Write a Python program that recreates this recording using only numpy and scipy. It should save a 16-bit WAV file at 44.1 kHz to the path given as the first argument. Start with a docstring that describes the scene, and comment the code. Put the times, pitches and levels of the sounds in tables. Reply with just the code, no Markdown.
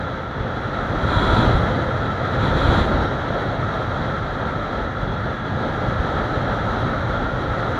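"""Wind on a motorcycle at steady speed, heard by a helmet camera in a closed, ringing housing.
From the start the air thumps the helmet, roars over it and hisses at the microphone opening, with
the engine a blurred drone underneath. At about 1 s and 2.4 s the head tips down into the air coming
off the windscreen, and the wind hisses and howls hardest. From about 5 to 6 s there are softer howls
and a thin whistle; two low howls come in near 7 s."""
import sys
import numpy as np
from scipy import signal
from scipy.fft import rfft, irfft, next_fast_len
from scipy.io import wavfile
from scipy.ndimage import uniform_filter1d, map_coordinates

SR = 44100
rng = np.random.default_rng(int(sys.argv[2]) if len(sys.argv) > 2 else 0)


def transcribe(signal):
    """Save signal, clipped to [-1, 1], as a 16-bit WAV file at the path in sys.argv[1]."""
    frames = np.atleast_2d(signal).T
    limited = np.clip(frames, -1, 1)
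    pcm = np.round(limited * 32767).astype(np.int16)
    wavfile.write(sys.argv[1], SR, pcm)


N = 343539

# the airstream over time: t/s, strength/dB, deep bass level/dB, engine drone level/dB
AIRSTREAM = [(0, -28.5, -39, -28), (0.22, -30, -40, -34.5), (0.45, -29, -32, -30.5),
             (0.78, -26.5, -35, -33.5), (1.0, -24, -28, -24), (1.15, -23, -25.5, -23.5),
             (1.42, -20.5, -24, -21.5), (1.58, -23, -22.5, -22.5), (1.72, -24, -30, -25),
             (2.12, -26, -32, -28), (2.33, -24.5, -38, -26), (2.45, -23, -28, -23.5),
             (2.72, -21, -20, -26.5), (2.9, -23.5, -22, -27.5), (3.2, -26, -34.5, -29.5),
             (3.65, -26, -36.5, -27.5), (4.1, -26.5, -34, -29), (4.85, -27.5, -33.5, -33),
             (5.12, -28.5, -29.5, -28), (5.45, -28, -34, -29), (5.92, -25, -31.5, -27.5),
             (6.3, -25.5, -31.5, -29.5), (6.7, -25, -30, -27.5), (7.35, -26.5, -30, -29.5),
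             (7.79, -24.5, -33.5, -30)]


def wind():
    """Swirling air makes seven bands of noise that follow the gusts; a tipped head feeds the hiss."""
    # the tone colour of each band, from lowest to highest: f/Hz, relative level/dB
    buffet = [(12, -29), (25, -15), (40, -2.5), (65, -3), (85, -6.5), (110, -11.5), (160, -37)]
    roar = [(90, -16), (160, -2.5), (220, -1.5), (350, -5), (450, -8), (600, -30.5), (800, -39.5)]
    body = [(300, -19), (420, -5.5), (550, 0), (750, -2), (900, -4), (1050, -13), (1400, -36)]
    rush = [(700, -30), (950, -7), (1200, 0), (1700, -1.5), (2000, -6.5), (2400, -18), (2900, -23),
            (3600, -30.5), (4500, -51)]
    hiss = [(2000, -37), (2400, -12), (2800, -7.5), (3600, -0.5), (4400, -5), (5000, -27.5), (6200, -24),
            (7400, -38)]
    fizz = [(3800, -25), (4600, 3), (5100, -2), (6200, -2), (6900, -8.5), (7600, -26)]
    air = [(5800, -24), (6800, -0.5), (7400, 0), (9500, -8.5), (11500, -9.5), (13300, -24), (15000, -34)]
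    strength_db, bass_db, _ = curves(AIRSTREAM)
    gust_db, bass_rise_db = strength_db + 26, bass_db + 32  # how far above their usual levels
    tip = head_tip()
    swirls, flutter = wobble(14), wobble(35)
    bands = [  # level/dB, tone colour, patchiness/dB
        (bass_db + 0.49 * swirls, buffet, 0.75),
        (-29.5 + 0.82 * gust_db + 0.25 * bass_rise_db + 0.91 * swirls, roar, -0.14),
        (-29 + 1.18 * gust_db - 1.4 * tip + 1.14 * swirls, body, -0.18),
        (-29 + 0.91 * gust_db + 0.71 * tip + 0.29 * swirls + 0.4 * flutter, rush, 0.55),
        (-43.5 + 1.18 * gust_db + 2.8 * tip + swirls + 0.53 * flutter, hiss, 0.46),
        (-58.5 + 1.1 * gust_db + 0.89 * tip + 0.3 * swirls + 0.62 * flutter, fizz, 0.5),
        (-65.5 + 1.5 * gust_db + 1.2 * tip + 0.15 * swirls + 0.9 * flutter, air, 1.0)]
    return sum(amp(db) * turbulence(colour, patchy_db) for db, colour, patchy_db in bands)


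def head_tip():
    """How far the head is down in the airstream, from 0 to 1; short tips move faster."""
    # each tip of the head: start/s, end/s, depth/0-1
    tips = [(1.04, 1.5, 1), (1.49, 1.607, 0.45), (2.39, 2.52, 0.7), (2.52, 2.9, 0.84)]
    rise_fall_s = [0.076, 0.087]
    return sum(depth * swell(start, end, *np.minimum((end - start) / 3, rise_fall_s))
               for start, end, depth in tips)


def thumps():
    """Each strong swirl of air hits the helmet with about one soft swing of pressure."""
    # the strongest swirls: middle t/s, level/dB, f/Hz
    hits = [(.137, -19.5, 120), (.413, -15.5, 70), (1.055, -9.5, 94), (1.174, -8, 85), (1.334, -8.5, 60),
            (1.477, -8.5, 110), (1.554, -7, 58), (2.386, -15, 110), (2.437, -8.5, 95), (2.693, -10, 120),
            (2.813, -13, 62), (3.042, -11.5, 80), (3.308, -11.5, 97), (3.49, -16.5, 125),
            (4.016, -14.5, 110), (4.465, -14, 115), (5.034, -14, 110), (5.162, -16.5, 101),
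            (5.56, -16.5, 120), (5.886, -15.5, 90), (6.005, -9.5, 75.4), (6.157, -14, 99),
            (6.377, -12.5, 108), (7.506, -19, 55)]
    out = np.zeros(N + SR)
    for t, db, hz in hits:
        cycles = np.arange(-SR // hz, SR // hz) * hz / SR
        swing = np.sin(-2 * np.pi * cycles) * np.exp(-(cycles / 0.4) ** 2)
        start = round(t * SR - SR // hz)
        out[start:start + len(swing)] += amp(db) * swing
    return out[:N]


def howls():
    """The airstream howls in narrow bands, when the head tips and at a few other moments."""
    # howls with the head fully down: f/Hz, width/Hz, level/dB
    tip_howls = [(955, 190, -30), (1420, 80, -33), (2330, 600, -46.5), (3380, 370, -37.5),
                 (3890, 520, -40.5), (7300, 900, -59), (9300, 1700, -64)]
    # howls that come and go on their own: start/s, end/s, f/Hz, width/Hz, level/dB
    passing_howls = [(0.0, 1.0, 3400, 200, -55), (2.94, 3.16, 5450, 350, -60), (4.9, 5.6, 3390, 250, -50.5),
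                     (4.9, 5.9, 1360, 140, -39.5), (5.301, 5.71, 228, 35, -35), (7, 7.4, 1396, 55, -35),
                     (6.9, 7.79, 540, 140, -36.5)]
    tipped = head_tip() * sum(amp(db) * narrow_noise(hz, width) for hz, width, db in tip_howls)
    passing = sum(amp(db) * swell(start, end, rise_s=0.079, fall_s=0.079) * narrow_noise(hz, width)
                  for start, end, hz, width, db in passing_howls)
    return tipped + passing


def engine():
    """The engine fires too unevenly for a clear note: a low drone that the gusts pump up and down."""
    # the drone's tone colour: f/Hz, relative level/dB
    drone = [(60, -29), (85, -4), (118, -0.5), (135, -3.5), (165, -10), (220, -24.5)]
    _, _, drone_db = curves(AIRSTREAM)
    return amp(drone_db + 0.79 * wobble(22)) * turbulence(drone, patchy_db=-0.34)


def whistle():
    """A thin, slightly wavering tone that shows for a moment."""
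    level = swell(5.15, 6.05, rise_s=0.14, fall_s=0.14) * amp(-43 + 1.5 * wobble(9))
    pitch_hz = 1647 + 3 * wobble(12)
    return np.sqrt(2) * level * np.sin(2 * np.pi * np.cumsum(pitch_hz) / SR)


def housing(hz):
    """The closed housing rings: it boosts some frequencies and weakens a few."""
    # its fixed peaks (+) and dips (-): f/Hz, width/Hz, gain/dB
    resonances = [(520, 33, 4), (1317, 154, 8), (1388, 70, 3), (3306, 290, 8), (3895, 200, 7.5),
                  (4400, 100, -3), (5630, 150, 4.5), (6260, 300, 3.5), (9000, 450, 1), (13350, 400, -3)]
    return amp(sum(db * bell(hz, centre, width) for centre, width, db in resonances))


def turbulence(colour, patchy_db):
    """Coloured noise with random louder and softer patches, heard inside the housing; level 1."""
    spectrum = signal.stft(rng.standard_normal(N), nperseg=512)[2]
    patches = uniform_filter1d(rng.standard_normal(spectrum.shape), size=5, axis=0)  # blur in frequency
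    patches = uniform_filter1d(patches, size=12, axis=1)  # blur in time
    noise = signal.istft(spectrum * amp(patchy_db * unit(patches)), nperseg=512)[1][:N]
    colour_hz, colour_db = np.transpose(colour)
    tone = lambda hz: amp(np.interp(np.log(hz + 1), np.log(colour_hz), colour_db, left=-120, right=-120))
    return unit(filtered(noise, lambda hz: tone(hz) * housing(hz)))


def narrow_noise(centre_hz, width_hz):
    """Noise close to one pitch, at level 1."""
    return unit(filtered(rng.standard_normal(N), lambda hz: np.exp(-(2 * (hz - centre_hz) / width_hz) ** 2)))


def bell(hz, centre_hz, width_hz):
    """A bell-shaped bump, 1 at its centre."""
    return 1 / (1 + (2 * (hz - centre_hz) / width_hz) ** 2)


def swell(start, end, rise_s, fall_s):
    """A straight fade from 0 to 1 and back, between start and end."""
    t = np.arange(N) / SR
    return np.clip(np.minimum((t - start) / rise_s, (end - t) / fall_s), 0, 1)


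def wobble(rate):
    """A smooth curve through `rate` random points a second."""
    return map_coordinates(rng.standard_normal(int(N * rate / SR) + 4), [np.arange(N) * rate / SR])


def curves(rows):
    """One value per sample for each column after the time."""
    times, *columns = np.transpose(rows)
    return [np.interp(np.arange(N) / SR, times, column) for column in columns]


def filtered(x, gain):
    """Scale each frequency in x by gain(hz)."""
    size = next_fast_len(len(x) + 8192, real=True)
    return irfft(rfft(x, size) * gain(np.fft.rfftfreq(size, 1 / SR)), size)[:len(x)]


def amp(db):
    """Turn decibels into a multiplier."""
    return 10 ** (np.asarray(db) / 20)


def unit(x):
    """Scale x to an average (rms) level of 1."""
    return x / np.sqrt(np.mean(x ** 2) + 1e-20)


def scene():
    """All the sources together in one channel."""
    return (wind() + howls() + thumps() + engine() + whistle())[None]


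def record(dry):
    """The camera drops one narrow treble band, adds faint electronic hiss and cuts the extremes."""
    low_cut_hz, top_hz = 23, 15750
    hiss = filtered(rng.standard_normal(N), lambda hz: amp(-76 - 3 * bell(hz, 13350, width_hz=500)))
    notched = filtered(dry[0], lambda hz: amp(-36 * bell(hz, 7965, width_hz=260)))
    low_cut = lambda hz: hz ** 2 / np.sqrt(hz ** 4 + low_cut_hz ** 4)
    return filtered(notched + hiss, lambda hz: low_cut(hz) * (hz < top_hz))[None]


dry = scene()
out = record(dry)
transcribe(out)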